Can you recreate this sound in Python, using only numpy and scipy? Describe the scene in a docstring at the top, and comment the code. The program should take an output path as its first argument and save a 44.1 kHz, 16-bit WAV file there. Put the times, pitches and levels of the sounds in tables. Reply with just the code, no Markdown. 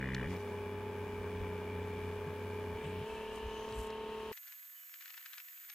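"""A small electric pump blows up a tent on a forest floor. Up close it hums, throbs once per turn and
rushes air, while its cloth cover flutters in the draught and fingers click on the case. Near 3 s a hand
pulls the cover back: the flutter stops, a slit whistles and the motor runs a little faster. At 4.3 s we
are abruptly a few steps from the tent: a thin fan whine, fabric crinkling as it fills, two faint birds.
"""
import sys
import numpy as np
from scipy import signal
from scipy.fft import rfft, irfft, next_fast_len
from scipy.io import wavfile
from scipy.ndimage import uniform_filter1d, map_coordinates

SR = 44100
rng = np.random.default_rng(int(sys.argv[2]) if len(sys.argv) > 2 else 0)


def persist_wave(psi):
    """Save psi, clipped to +-1, as 16-bit WAV."""
    counts = np.round(np.clip(psi, -1, 1) * 32767).astype(np.int16)
    wavfile.write(sys.argv[1], SR, np.atleast_2d(counts).T)


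N = 253134
TIME = np.arange(N) / SR
SIDES = np.array([[.5], [-.5]])  # splits a difference between left and right


def amp(db):
    """Decibels to gain."""
    return 10 ** (np.asarray(db) / 20)


def unit(x):
    """Scale to rms 1."""
    return x / np.sqrt(np.mean(x ** 2) + 1e-20)


def curves(rows):
    """One value per sample for each column after the time."""
    times, *columns = np.transpose(rows)
    return [np.interp(TIME, times, column) for column in columns]


def wobble(rate):
    """A smooth random curve, rate knots a second."""
    return map_coordinates(rng.standard_normal(int(N * rate / SR) + 4), [TIME * rate])


def angle(hz):
    """The running phase of a changing frequency."""
    return 2 * np.pi * np.cumsum(hz) / SR


def swell(centre_s, half_width_s, db):
    """A bell-shaped envelope."""
    return amp(db) * np.exp(-((TIME - centre_s) / half_width_s) ** 2)


def bursts(events, rise_s, decay_s):
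    """An envelope of short snaps at (start_s, level_db), each dying by 60 dB in decay_s."""
    age = np.arange(SR // 10) / SR
    shape = (1 - np.exp(-age / rise_s)) * amp(-60 * age / decay_s)
    kicks = np.bincount([round(s * SR) for s, db in events], [amp(db) for s, db in events], N)[:N]
    return signal.fftconvolve(kicks, shape / shape.max())[:N]


def filtered(x, response):
    """Shape x by a frequency response."""
    size = next_fast_len(N + SR // 4)
    return irfft(rfft(x, size) * response(np.fft.rfftfreq(size, 1 / SR)), size)[..., :N]


def along(points, hz):
    """Read (freq_hz, value) points on a log axis."""
    freqs, values = np.transpose(points)
    return np.interp(np.log(hz + 1), np.log(freqs + 1), values)


def colour(points):
    """The response of an EQ curve of (freq_hz, gain_db) points."""
    return lambda hz: amp(along(points, hz))


def resonances(modes):
    """The response of a few broad resonances."""
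    return lambda hz: sum(amp(db) / (1 + (2 * (hz - centre) / width) ** 2) for centre, width, db in modes)


def grains(envelope, spectrum):
    """Spurts of noise that ring through a body; the envelope is their rms."""
    response = colour(spectrum)
    gain = np.sqrt(np.mean(response(np.linspace(0, SR / 2, SR // 20)) ** 2))
    return filtered(envelope * rng.standard_normal(N), response) / gain


def placed(x, lead_s, pan):
    """The left ear hears x earlier; pan sets the balance by frequency."""
    return filtered(x, lambda hz: amp(SIDES * along(pan, hz)) * np.exp(2j * np.pi * hz * SIDES * lead_s))


# stereo width of the air beside the pump: freq_hz, side_db
NEAR_WIDTH = [(100, -12.5), (400, -18.5), (800, -6), (1300, -17.5), (2400, -9), (4000, -6), (5500, -3),
              (8500, -8.5), (10000, 20.5), (12000, -13.5), (15000, -7.5)]

def noise(response, width=NEAR_WIDTH):
    """Stereo noise of rms 1; width gives its side level by frequency."""
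    mid, side = filtered(rng.standard_normal((2, N)), response)
    side = filtered(side, colour(width))
    return unit(np.array([mid + side, mid - side]))


# tones of the pump: turn_multiple, covered_db, open_db, throb_depth (0-1)
PUMP_TONES = [(6, -16, -9, 0.05), (7, -12, -19, 0.08), (11, -19, -15, 0.16), (12, -1, 1.5, 0.34),
              (14, -29, -28.5, 0.19), (18, -19, -13, 0.26), (23, -29, -20, 0.23), (25, -11, -3.5, 0),
              (27, -21.5, -17, 0), (29, -21.5, -54.5, 0), (30, -50, -10, 0.3), (33, -32.5, -38.5, 0.74),
              (35, -35.5, -24, 0.4), (45, -25.5, -29.5, 0.4), (48, -34, -25.5, 0)]

def hum(turn, opening, fingers):
    """Tones throb once a turn over a weak rattle; fingers on the switch damp them both."""
    gain = amp(-44 - 3.6 * opening - 7.5 * fingers + 0.2 * wobble(38))
    tones = rattle = 0
    for k, covered_db, open_db, throb in PUMP_TONES:
        level = amp(covered_db + opening * (open_db - covered_db) + 0.47 * wobble(7))
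        tones += level * (1 + throb * np.cos(turn)) * np.sin(round(k) * turn)
    for k in range(8, 56):
        rattle += amp(-.17 * k) * np.sin(k * turn + rng.uniform(0, 2 * np.pi) + 0.92 * wobble(5.22))
    return gain * np.sqrt(2) * (tones + amp(-27 + 4.6 * opening) * rattle)


# the cover is held, let go, settles, billows, eases, is lifted, dropped and pulled clear:
# start_s, flap_hz, flutter_db, slack (0-1), motor_relief (0-1)
GRIPS = [(0, 65.5, -42.5, .95, 0.45), (.268, 89, -39.5, 0.46, 0.01), (.372, 94.6, -48, 0.05, 0.04),
         (1.25, 91.5, -45.5, 0.13, 0.04), (2.1, 92.7, -49, 0, 0), (2.77, 72, -54, 0.4, 0.76),
         (2.86, 93, -45.5, 0.24, 0.1), (3.04, 93, -110, 0, 0.99)]

def cover(settle_s=0.0339):
    """Flap rate, flutter gain, slack and motor relief: the cloth settles into each grip and holds it."""
    start_s, flap_hz, db, slack, relief = np.transpose(GRIPS)
    grip = np.searchsorted(start_s[1:], TIME)
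    states = np.array([flap_hz, amp(db), slack, relief])
    flap_hz, gain, slack, relief = uniform_filter1d(states[:, grip], size=round(settle_s * SR), axis=1)
    return flap_hz, gain, np.clip(slack, 0, 1), relief


# harmonics of the cloth's swing: flap_multiple, taut_db, slack_db
FLAP_HARMONICS = [(1, 0.5, -7), (2, -10, 0), (3, -16, -2.5), (4, -21, -7.5), (5, -33.5, -14)]

def flutter(flap, flap_hz, slack, fingers, slap_hz=1850):
    """The cover swings in the draught; slack, it slaps the case once a swing, softer as fingers leave."""
    swing = 0
    for k, taut_db, slack_db in FLAP_HARMONICS:
        level = amp(taut_db + slack * (slack_db - taut_db) + 1.205 * wobble(28.16))
        swing += level * np.sin(round(k) * flap + rng.uniform(0, 2 * np.pi))
    since_slap_s = (flap + np.pi / 2) % (2 * np.pi) / (2 * np.pi * flap_hz)
    age = since_slap_s / 0.00054  # the ring peaks at age 2, about 1 ms in
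    envelope = (age / 2) ** 2 * np.exp(2 - age)
    ring = envelope * np.sin(2 * np.pi * slap_hz * (1 + 0.022 * wobble(60)) * since_slap_s)
    slaps = slack ** 2 * amp(6 + 4 * fingers + 1.2 * wobble(68)) * ring
    return np.sqrt(2) * swing * amp(1.5 * (1 - slack) * wobble(13)) + slaps


# resonances of the air path, covered and open: centre_hz, width_hz, gain_db
DUCT_COVERED = [(1660, 280, 1), (2344, 222, 7), (2915, 163, -4), (3410, 410, -8)]
DUCT_OPEN = [(1720, 310, -0.5), (2360, 860, -3), (2815, 650, 3), (3070, 350, 2), (3910, 700, -8)]

def duct_rush(turn, flap, opening, slack):
    """Air rings in the duct, chopped and stirred by the cloth; uncovering it moves the resonances up."""
    covered = noise(resonances(DUCT_COVERED)) * (1 + 0.33 * np.cos(flap))
    uncovered = noise(resonances(DUCT_OPEN)) * (1 + 0.09 * np.cos(turn))
    gain = amp(-56.5 + 1.3 * opening + 5 * slack)
    return gain * (np.sqrt(1 - opening) * covered + np.sqrt(opening) * uncovered)


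# the draught's body and its low buffeting: freq_hz, gain_db
BODY_EQ = [(30, -38), (80, -3), (200, -5), (330, -4.5), (480, 0.5), (620, -8), (780, -12.5), (950, -6),
           (1150, -9), (1400, -16), (2200, -17.5), (5000, -72)]
BUFFET_EQ = [(15, -7), (35, -9), (58, 5), (85, -4.5), (130, -17), (250, -45), (600, -77.5)]
# the cover spills air: centre_s, half_width_s, level_db
GUSTS = [(.17, .07, -52), (.275, 0.033, -44), (1.41, 0.04, -47), (2.76, 0.03, -54), (3.14, .04, -56)]

def draught(opening):
    """A broad rush, softer once uncovered, over gusty turbulence round the cover."""
    body = amp(-50.5 - 4.5 * opening + 1.45 * wobble(24.61)) * noise(colour(BODY_EQ))
    turbulence = amp(-61 + 3 * wobble(11)) + sum(swell(*gust) for gust in GUSTS)
    return body + turbulence * noise(colour(BUFFET_EQ))


# the hiss, comb-notched at the top: freq_hz, gain_db
HISS_EQ = [(1000, -24.5), (3000, 6.5), (4600, 6), (6000, 3), (8500, 1.5), (9500, 0), (10200, -30),
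           (10700, -2), (11300, 5.5), (12900, -3), (13600, -35), (14200, -24.5), (14700, 1), (15600, 2)]
# its width, greatest in the notches: freq_hz, side_db
HISS_WIDTH = [(4000, -7.5), (5500, -0.5), (7500, -8.5), (8500, -4), (9500, 3), (10200, 9), (10700, 3.5),
              (11300, 3.5), (12100, -19.5), (12900, -2.5), (13600, 19), (14200, 15), (14700, 2),
              (15600, -20.5)]
# sizzle of the weave: centre_hz, width_hz, gain_db
WEAVE_BANDS = [(11460, 800, 1), (15400, 800, 0.5)]

def hiss(flap, opening, slack, clear_s=3.2, fade_s=.2):
    """Air hisses, pulsing with each flap, and sizzles through the weave until the cloth is clear."""
    in_stream = np.clip((clear_s - TIME) / fade_s, 0, 1)
    gain = amp(-64.2 + 0.7 * opening - (1 - in_stream) + 1.1 * wobble(4))
    pulse = 1 + .18 * (1 - opening) * np.cos(flap)
    stream = gain * pulse * noise(colour(HISS_EQ), HISS_WIDTH)
    sizzle = noise(resonances(WEAVE_BANDS), width=[(11000, -2.5), (15000, -10)])
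    return stream + amp(-73 + 3 * np.sqrt(opening)) * in_stream * np.sqrt(1 - slack) * sizzle


# finger taps: start_s, level_db
CLICKS = [(0.146, -30), (0.365, -48), (3.688, -43.5), (3.7236, -43.5), (3.903, -43)]
# tone of the pump's case: freq_hz, gain_db
CASE_EQ = [(300, -32), (1500, 3), (3000, 1.5), (4200, 2), (5500, -0.5), (7500, -11), (12000, -22),
           (16000, -35)]

def finger_clicks():
    """Fingers tap the case, which rings briefly."""
    return grains(bursts(CLICKS, rise_s=0.0018, decay_s=0.014) * amp(-7), CASE_EQ)


# strokes over the cloth: centre_s, half_width_s, level_db, centre_hz, width_hz
RUBS = [(0.325, 0.03, -60.5, 5500, 7000), (.369, .007, -60, 14600, 300), (.4, .015, -65.5, 6000, 6000),
        (2.855, .012, -53.5, 2200, 800), (2.87, .05, -68, 8300, 2500), (3.13, .08, -69, 8500, 6000),
        (3.36, 0.03, -63.5, 8600, 6000), (3.602, 0.14, -68.5, 6280, 900), (3.743, .012, -62, 2000, 1200),
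        (3.8, 0.08, -60, 8200, 3500), (3.81, .06, -64, 12000, 2500)]

def cloth_rubs():
    """The hand slides over the cloth: grainy bands of noise with the same notches as the hiss."""
    rubs = 0
    for centre_s, half_width_s, db, centre_hz, width_hz in RUBS:
        band = resonances([(centre_hz, width_hz, 0)])
        friction = noise(lambda hz: band(hz) * colour(HISS_EQ)(hz), HISS_WIDTH)
        rubs += swell(centre_s, half_width_s, db) * friction
    return rubs * amp(2.7 * wobble(200))


# soft thuds: centre_s, half_width_s, level_db, pitch_hz
BUMPS = [(2.28, 0.019, -45, 149), (2.858, 0.025, -45, 140), (3.023, 0.016, -45.5, 142),
         (3.462, 0.029, -41.5, 59), (3.726, .02, -52, 115), (3.791, 0.03, -39.5, 57.8)]

def cover_bumps(rough_rad=0.53):
    """The cover bumps against the hand; the cloth scatters the pitch of each thud."""
    bumps = 0
    for centre_s, half_width_s, db, hz in BUMPS:
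        phase = 2 * np.pi * hz * (TIME - centre_s) + rough_rad * wobble(130)
        bumps += swell(centre_s, half_width_s, db) * np.sin(phase)
    return np.sqrt(2) * bumps


def slit_whistle(turn, start_s=2.96, end_s=3.68, rise_s=0.17, fall_s=0.14, blades=12):
    """A slit by the half-lifted cover whistles, higher as it widens, and lets out a hum overtone."""
    age = TIME - start_s
    gate = np.clip(np.minimum(age / rise_s, (end_s - TIME) / fall_s), 0, 1)
    pitch_hz = 2486 + 800 * age + 70 * wobble(120)
    whistle = np.sin(angle(pitch_hz)) * unit(amp(5.2 * wobble(90)))
    overtone = amp(-3) * (1 + .3 * np.cos(turn)) * np.sin(4 * blades * turn)
    return np.sqrt(2) * amp(-62) * gate * (whistle + overtone)


# how far the cover is off: time_s, opening (0-1)
OPENING = [(0, 0), (2.7, 0.1), (3.08, 0.65), (3.6, 0.95), (3.85, 0.97), (4.3, 0.98)]
# balance beside the pump: freq_hz, left_over_right_db
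NEAR_PAN = [(60, 0.5), (130, 0.5), (290, 0.0), (640, 0), (1410, 3), (3100, 0.5), (6820, 3), (15000, -1.5)]

def near_pump(warm_turn_hz=35.4, warm_up_s=2.2, fingers_off_s=0.44):
    """The pump at arm's length: it creeps up to its warm speed and runs faster when it can breathe."""
    opening = curves(OPENING)[0]
    fingers = np.clip(1 - TIME / fingers_off_s, 0, 1)
    flap_hz, flap_gain, slack, relief = cover()
    turn_hz = warm_turn_hz - 1.25 * np.exp(-TIME / warm_up_s) + 1.03 * relief
    turn = angle(turn_hz * (1 + 0.00098 * wobble(15) + .002 * wobble(90)))
    flap = angle(flap_hz * (1 + .018 * wobble(30)))
    tones = hum(turn, opening, fingers) + slit_whistle(turn)
    cloth = flap_gain * flutter(flap, flap_hz, slack, fingers)
    air = duct_rush(turn, flap, opening, slack) + draught(opening) + hiss(flap, opening, slack)
    hand = finger_clicks() + cloth_rubs() + cover_bumps()
    return placed(tones + cloth + air + hand, lead_s=.00002, pan=NEAR_PAN)


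# the whine creeps up in pitch, then jumps lower at an abrupt cut: time_s, fundamental_hz
WHINE_PITCH = [(4.5, 1114.8), (4.9, 1118), (5.38, 1117.7), (5.684, 1121.6), (5.69, 1093.1)]
# its partials: harmonic, level_db, left_over_right_db
FAN_WHINE = [(6, -69, 3.5), (7, -73, 2.5), (8, -80, -0.5), (10, -79.5, 1.5), (11, -65, 1.5), (12, -55, -4),
             (13, -66.5, -1.5)]
# its airy bed: freq_hz, gain_db
FAR_AIR_EQ = [(100, -39), (400, -41), (800, -10), (1500, 1), (3000, -3), (6000, -6.5), (9500, 0.5),
              (12000, -4), (14000, -5.5), (16000, -13.5)]

def far_fan(left_lead_rad=0.82):
    """High harmonics of a fast fan over a faint hiss."""
    turn = angle(curves(WHINE_PITCH)[0] * (1 + 0.0003 * wobble(15) + .0002 * wobble(420)))
    whine = 0
    for k, db, pan_db in FAN_WHINE:
        level = amp(db + SIDES * pan_db + .5 * wobble(3.4))
        whine += level * np.sin(round(k) * turn + SIDES * left_lead_rad)
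    air = amp(-67 + SIDES * 1.9) * noise(colour(FAR_AIR_EQ), width=[(1000, -7)])
    return np.sqrt(2) * whine + air


# creases that snap: start_s, level_db
CREASES = [(4.3266, -40), (4.373, -39.5), (4.4782, -44.5), (4.521, -44.5), (4.9392, -42), (5.008, -43.5),
           (5.0216, -45), (5.0564, -44), (5.103, -42), (5.1404, -42.5), (5.176, -39), (5.259, -40),
           (5.3316, -40), (5.3387, -45), (5.3802, -38), (5.4001, -43), (5.4837, -46.5), (5.6981, -38.5)]
# the rustle under them: time_s, level_db
RUSTLE = [(4.36, -66.5), (4.594, -66), (4.858, -70), (5.2, -61), (5.432, -68), (5.74, -64.5)]
# tone of the fabric: freq_hz, gain_db
TENT_EQ = [(200, -48), (500, -37), (800, -19), (1200, -7), (1700, 1), (2400, -1), (3500, -5), (6000, -11),
           (9000, -16.5), (12000, -26), (16000, -42.5)]
# the tent sits to the left: freq_hz, left_over_right_db
TENT_PAN = [(400, 3), (1500, 7), (8000, 6.5)]

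def tent():
    """Creases snap as the fabric fills, over a crowd of tiny crinkles."""
    snaps = bursts(CREASES, rise_s=.002, decay_s=0.018) * amp(-9.5)
    # a brief soft blur of noise around each snap
    blur = np.sqrt(abs(uniform_filter1d(snaps ** 2, size=SR // 60))) * amp(-4)
    crinkles = amp(curves(RUSTLE)[0]) * unit(amp(1.8 * wobble(70) + 4 * wobble(500)))
    stir = np.sqrt(snaps ** 2 + blur ** 2 + crinkles ** 2)
    scattered = np.array([grains(stir, TENT_EQ), grains(stir, TENT_EQ)])
    return placed(grains(stir, TENT_EQ) + amp(-6.5) * scattered, lead_s=.00004, pan=TENT_PAN)


# two faint songs: time_s, pitch_hz, level_db
LOW_BIRD = [(4.72, 3000, -88), (4.77, 3020, -65.5), (4.835, 2970, -67), (4.88, 2970, -89)]
HIGH_BIRD = [(4.74, 5650, -87), (4.81, 5600, -78), (4.87, 5480, -78), (4.93, 5420, -73), (4.98, 5520, -78),
             (5.3, 5552, -82), (5.48, 5560, -76.5), (5.56, 4740, -77), (5.62, 4400, -90)]

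def bird(song):
    """A thin, wavering whistle among the trees."""
    hz, db = curves(song)
    singing = (TIME > song[0][0]) & (TIME < song[-1][0])
    return singing * amp(db + 1.8 * wobble(60)) * np.sin(angle(hz * (1 + 0.005 * wobble(80))))


def scene():
    """First beside the pump, then abruptly a few steps from the tent."""
    cut_s, crossfade_s = 4.319, 0.0032
    far = np.clip((TIME - cut_s) / crossfade_s, 0, 1)
    return (1 - far) * near_pump() + far * (far_fan() + tent() + bird(LOW_BIRD) + bird(HIGH_BIRD))


def record(dry):
    """A hard high cut at 15.8 kHz."""
    return filtered(dry, lambda hz: hz < 15800)


dry = scene()
out = record(dry)
persist_wave(out)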